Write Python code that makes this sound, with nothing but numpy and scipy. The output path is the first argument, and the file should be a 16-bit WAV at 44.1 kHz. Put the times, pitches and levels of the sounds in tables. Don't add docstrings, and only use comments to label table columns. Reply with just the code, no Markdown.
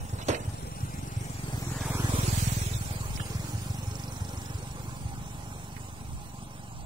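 import sys
import numpy as np
from scipy import signal
from scipy.fft import rfft, irfft
from scipy.io import wavfile
from scipy.ndimage import uniform_filter1d, map_coordinates

SR = 44100
rng = np.random.default_rng(int(sys.argv[2]) if len(sys.argv) > 2 else 0)


def store_wav(level_fs):
    pcm = np.round(np.clip(np.atleast_2d(level_fs), -1, 1) * 32767)
    wavfile.write(sys.argv[1], SR, pcm.T.astype(np.int16))


def volts_from_decibels(level):
    exponent = np.asarray(level, float) / 20
    return 10 ** exponent


N = 302085
T = np.arange(N) / SR

# f/Hz, level/dB per Hz
HILL_SPECTRUM = [(15, -26.5), (25, -1), (43, -2.5), (134, 0), (217, -1.5), (277, -13), (476, -22.5),
                 (818, -10), (1890, -31.5), (2610, -27), (5000, -34), (8590, -27), (10700, -31),
                 (11900, -44.5), (16000, -77)]
# f/Hz, width/Hz, level/dB
MACHINE_HUM = [
    (814.6, 43, -57),
    (1032, 31, -62),
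    (640, 39, -69),
]
# t/s, length/s, level/dB
WIND_GUSTS = [
    (.01, 0.019, -33.5),
    (2.86, 0.014, -37),
    (3.132, 0.058, -37.5),
    (5.09, 0.15, -45.5),
    (6.15, 0.047, -38),
    (6.825, 0.057, -42),
]
# t/s, delay of left port/ms, hiss left minus right/dB
BEARING_PATH = [(0, .32, 0.5), (.45, .38, 6.5), (.55, -0.48, 5.5), (1.2, -0.36, 4.5), (1.6, -0.19, 2),
                (2.1, 0.24, 1.5), (2.4, 0.36, -5), (2.65, .32, -2.5), (3.2, 0.19, -1.5), (4.5, .22, -1),
                (6.85, .25, -5)]
# t/s, f/Hz
ENGINE_SPEED = [(0, 22.62), (1.2, 22.23), (1.6, 21.51), (3.25, 20.16), (3.65, 23.89), (5.2, 23.59),
                (5.9, 24.51), (6.85, 23.07)]
# t/s, level/dB (about 0 at its closest), exhaust ring f/Hz
RIDE_PATH = [(0, -14.5, 117), (.5, -14.5, 138), (.95, -13.5, 154), (1.3, -11, 148), (1.6, -8.5, 136),
             (1.9, -4.5, 128.5), (2.15, 0, 124), (2.4, 1.5, 121), (2.65, -3, 117), (2.95, -8, 113),
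             (3.3, -8.5, 114.6), (3.6, -9, 135), (4.1, -12, 131), (4.6, -13, 132), (5.2, -15.5, 147.4),
             (5.8, -16.5, 117.5), (6.4, -19, 130), (6.85, -21.5, 134)]
# t/s, level/dB
VALVE_LEVEL = [(3.0, -62), (3.65, -59.5), (4.0, -54.5), (4.4, -57), (4.9, -69)]
# f/Hz, level/dB per Hz
TYRE_SPECTRUM = [(150, -13.5), (300, 2.5), (500, 2.5), (800, -4), (1100, -3.5), (1600, -5), (2600, -11.5),
                 (4000, -26), (8000, -61)]
# f/Hz, level/dB per Hz
CASING_SPECTRUM = [(1470, -9), (2500, -2.5), (2700, -4), (3520, -4), (4020, -4), (4880, -5.5), (7770, 1),
                   (10600, -6.5), (12200, -10.5), (15200, -9.5), (16000, -4)]
# t/s, level/dB, centre f/Hz, width/Hz, decay/s
DOOR_HITS = [(.0, -52.5, 520, 395, .8), (.125, -45.5, 517, 500, 0.57), (.187, -38.5, 690, 880, 0.2),
             (.185, -53.5, 4000, 500, .4), (.213, -42.5, 2920, 2500, 0.14), (.284, -27, 490, 300, 0.4),
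             (.283, -25, 320, 202, 0.21), (.284, -27, 724, 745, 0.24), (.284, -30.5, 3030, 5700, .087),
             (.284, -41.5, 7250, 5700, 0.61), (.3, -34.5, 2000, 2900, 0.36), (.325, -31.5, 640, 346, 0.15),
             (.345, -33, 2180, 2400, .12)]
# crest t/s, peak level/dB
ENGINE_THUDS = [(0.137, -19), (0.303, -20.5), (0.483, -19.5), (0.643, -27.5), (0.836, -18.5), (0.983, -29),
                (1.175, -19.5), (1.351, -23), (1.546, -21), (1.695, -25), (2.045, -21.5), (2.383, -40),
                (2.752, -20), (2.869, -25), (3.012, -32), (3.21, -28), (3.359, -17.5), (3.554, -20.5),
                (3.708, -19), (3.883, -20), (4.221, -21), (4.381, -22), (4.557, -22), (4.708, -31),
                (4.884, -29), (5.061, -23), (5.215, -32), (5.386, -30.5)]
# t/s, level/dB, centre f/Hz, width/Hz, decay/s
GRIT_CLICKS = [
    (2.733, -41, 3670, 494, 0.13),
    (3.161, -41, 5140, 1790, 0.039),
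    (3.175, -41, 2170, 1470, 0.028),
    (3.1976, -29.5, 1440, 800, 0.026),
    (3.196, -44, 2980, 744, 0.21),
    (5.765, -47.5, 1860, 1510, 0.14),
]
# f/Hz, left minus right/dB
PORT_COLOUR = [(60, 0), (250, -1), (700, 0), (1500, -4), (3000, -0.5), (5500, -4.5), (9000, 1),
               (11000, 1.5), (14000, -6.5)]
# f/Hz, level/dB
SQUELCH_BAR = [(800, -25), (1400, -8), (2200, -2.5), (3200, -.8), (4500, -.3), (7000, .7), (10000, .6),
               (12500, .3), (15500, .7)]


def level(x, db):
    return x * volts_from_decibels(db) / np.sqrt(np.mean(x ** 2))


def curve(table):
    s, *columns = np.transpose(table)
    return [np.interp(T, s, c) for c in columns]


def shape(table, hz):
    at, db = np.transpose(table)
    return np.interp(np.log(hz + 1), np.log(at), db)


def ring(x, hz, width):
    return signal.lfilter(*signal.iirpeak(min(hz, .45 * SR), hz / width, fs=SR), x)


def ring_twice(x, hz, width):
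    return ring(ring(x, hz, width), hz, width)


def highpass(order, hz):
    return signal.butter(order, hz, "high", fs=SR, output="sos")


def hiss(table, swell_db, flicker_db, patch_db):
    hz, _, z = signal.stft(rng.standard_normal(N), SR, nperseg=1024)

    def walk(count, size):
        w = rng.standard_normal((count, z.shape[1]))
        w = uniform_filter1d(uniform_filter1d(w, size), size)
        return w / w.std()

    band = np.clip(3 * np.log2(hz / 40 + 1), 0, 27).astype(int)
    db = swell_db * walk(count=1, size=20) + flicker_db * walk(count=1, size=3)
    db = db + patch_db * walk(count=28, size=4)[band]
    coloured = z * volts_from_decibels(shape(table, hz)[:, None] + db)
    return level(signal.istft(coloured, SR)[1][:N], 0)


def hiss_pair(*settings):
    return np.array([hiss(*settings) for _ in "LR"])


def ports(x, lag_ms):
    lag = lag_ms * SR / 2000
    return np.array([map_coordinates(x, [np.arange(N) - side * lag], order=3, mode="nearest")
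                     for side in (1, -1)])


def pan(db):
    return volts_from_decibels(np.array([db, -db]).reshape(2, -1) / 2)


def hillside(lag_ms):
    near = signal.sosfilt(highpass(1, 110), hiss(HILL_SPECTRUM, 0.73, 0.28, 2.4))
    wide = signal.sosfilt(highpass(2, 550), hiss_pair(HILL_SPECTRUM, 0.59, 0.27, 0.79))
    hum = sum(level(ring_twice(rng.standard_normal(N), hz, width), db) for hz, width, db in MACHINE_HUM)
    return volts_from_decibels(-45.5) * ports(near, lag_ms) + volts_from_decibels(-52.0) * wide + ports(hum, lag_ms)


def wind():
    gain = volts_from_decibels(-54.0)
    for s, length, db in WIND_GUSTS:
        gain = gain + volts_from_decibels(db) * np.exp(-.5 * ((T - s) / length) ** 2)
    both, apart = rng.standard_normal(N), rng.standard_normal((2, N))
    return gain * level(ring_twice(.45 * both + apart, 60, 60), 0)


def exhaust(turns, near_db, ring_hz):
    chance = rng.standard_normal((200, 3))
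    t = np.arange(int(.09 * SR)) / SR
    out = np.zeros(N + len(t))
    coast_s, throttle_s, edge_s = 2.2, 3.45, 0.087
    coasting = np.clip(np.minimum(T - coast_s, throttle_s - T) / edge_s, 0, 1)
    crack_db = -8 - 34 * coasting - 3 * (T > throttle_s)
    rise = 1 - np.exp(-(t / 0.0033) ** 2)
    sagging_t = 0.674 * t + 0.0058 * (1 - np.exp(-t / 0.012))
    shell = volts_from_decibels(-13.5) * np.sin(2 * np.pi * 44 * t) * np.exp(-t / 0.019)
    firings = np.interp(np.arange(1, int(turns[-1])), turns, T)
    for s, (late, size, tune) in zip(firings, chance):
        now = int(s * SR)
        hz = ring_hz[now] * (1 + 0.079 * tune)
        pipe = np.sin(2 * np.pi * hz * sagging_t) * np.exp(-t / 0.009)
        crack = volts_from_decibels(crack_db[now]) * np.sin(2 * np.pi * 255 * t) * np.exp(-t / 0.0076)
        i = int((s - .006 + .0003 * late) * SR)
        out[i:i + len(t)] -= volts_from_decibels(near_db[now] - 10.5 + size) * rise * (pipe + crack + shell)
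    return out[:N]


def tread_roar(near_db):
    abreast = np.exp(-.5 * ((T - 2.03) / 0.19) ** 2)
    roar = volts_from_decibels(-53.5 + 0.29 * near_db) + volts_from_decibels(-41) * abreast
    return level(ring_twice(rng.standard_normal(N), 1040, 700), -4.1) * roar


def valve_ticks(since):
    metal = ring(ring(rng.standard_normal(N), 5700, 1100), 5600, 1200)
    return level(np.exp(-since / 0.078) * metal, 0) * volts_from_decibels(curve(VALVE_LEVEL)[0])


def motorbike(lag_ms, pan_db):
    turns = -.185 + np.cumsum(curve(ENGINE_SPEED)[0]) / SR
    near_db, ring_hz = curve(RIDE_PATH)
    since = (turns + 0.08) % 1
    throb = 1 + 0.22 * np.exp(-since / 0.33)
    tyres = throb * volts_from_decibels(-37.5 + 0.82 * np.interp(T + .12, T, near_db))
    casing = throb * volts_from_decibels(-35.5 + 1.018 * near_db) * pan(pan_db)
    body = exhaust(turns, near_db, ring_hz) + tread_roar(near_db)
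    body += volts_from_decibels(-3.5) * tyres * hiss(TYRE_SPECTRUM, 1.0, 0.98, 3.8)
    direct = ports(body, lag_ms) + ports(valve_ticks(since), lag_ms) * pan(-3.5)
    direct += volts_from_decibels(-7.0) * casing * ports(hiss(CASING_SPECTRUM, 0.61, 0.58, 1.6), lag_ms)
    tyre_scatter = signal.sosfilt(highpass(3, 420), hiss_pair(TYRE_SPECTRUM, 0.83, 1.0, 1.5))
    scattered = volts_from_decibels(-8.0) * tyres * tyre_scatter
    scattered += volts_from_decibels(-0.5) * casing * hiss_pair(CASING_SPECTRUM, 0.14, 0.3, 1.8)
    return direct + scattered


def knocks(table, pan_db):
    out = np.zeros((2, N))
    t = np.arange(int(.25 * SR)) / SR
    for s, db, hz, width, t60 in table:
        both, apart = rng.standard_normal(len(t)), rng.standard_normal((2, len(t)))
        noise = np.array([np.roll(both, 15), both]) + 0.8 * min(hz / 900, 1) * apart
        envelope = np.minimum(t / 0.00025, 1) * 1000. 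** (-t / t60)
        burst = level(ring_twice(noise, hz, width), db) * envelope
        i = int(s * SR)
        out[:, i:i + len(t)] += burst * pan(pan_db)
    return out


def door_slam():
    return knocks(DOOR_HITS, pan_db=-3.5)


def parked_engine():
    out = np.zeros(N)
    before, after = 1000, 2000
    t = np.arange(-before, after) / SR
    swell = np.exp(-.5 * (t / np.where(t < 0, 0.0045, 0.0075)) ** 2)
    for (s, db), tune in zip(ENGINE_THUDS, rng.standard_normal(len(ENGINE_THUDS))):
        hz = 105.2 * (1 + 0.065 * tune)
        i = int(s * SR)
        thud = swell * np.cos(2 * np.pi * hz * (t - 5 * t ** 2))
        out[i - before:i + after] += volts_from_decibels(db - 1.5) * thud
    echo = np.roll(out, int(0.044 * SR))
    return out + volts_from_decibels(-13.0) * echo


def grit():
    return knocks(GRIT_CLICKS, pan_db=-8)


def squelch(x):
    size, start = 1024, 480
    n, k = np.arange(2 * size) + .5, np.arange(size) + .5
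    window = np.sin(np.pi * n / 2 / size)[:, None]
    basis = window * np.cos(np.pi / size * np.outer(n + size / 2, k)) * np.sqrt(2 / size)
    halves = np.pad(x, ((0, 0), (size - start, 2 * size)))
    halves = halves[:, :halves.shape[1] // size * size].reshape(2, -1, size)
    lines = halves[:, :-1] @ basis[:size] + halves[:, 1:] @ basis[size:]
    power = np.sum(lines ** 2, axis=0)
    around = uniform_filter1d(uniform_filter1d(power, size=81), size=2, axis=0)
    bar = around * volts_from_decibels(2 * shape(SQUELCH_BAR, k * SR / 2 / size))
    line = uniform_filter1d(power, size=3)
    patch = uniform_filter1d(uniform_filter1d(power, size=7), size=3, axis=0)
    keep = (line > bar) & (patch > .7 * bar)
    lines *= keep * np.sqrt(power.mean(axis=0) / np.mean(power * keep + 1e-18, axis=0))
    out = np.zeros_like(halves)
    out[:, :-1] += lines @ basis[:size].T
    out[:, 1:] += lines @ basis[size:].T
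    return out.reshape(2, -1)[:, size - start:][:, :N]


def scene():
    lag_ms, pan_db = curve(BEARING_PATH)
    ambience = hillside(lag_ms) + wind()
    return ambience + motorbike(lag_ms, pan_db) + door_slam() + parked_engine() + grit()


def low_pass(x):
    return signal.sosfilt(signal.butter(12, 16560, fs=SR, output="sos"), x)


def record(dry):
    hz = np.fft.rfftfreq(N, 1 / SR)
    bass_cut = 1 / np.sqrt(1 + (36 / (hz + 1)) ** 22.0)
    top_cut = hz < 15750
    heard = irfft(rfft(dry) * pan(shape(PORT_COLOUR, hz)) * bass_cut * top_cut, N)
    offset = .0029
    return low_pass(squelch(heard) + offset)


dry = scene()
out = record(dry)
store_wav(out)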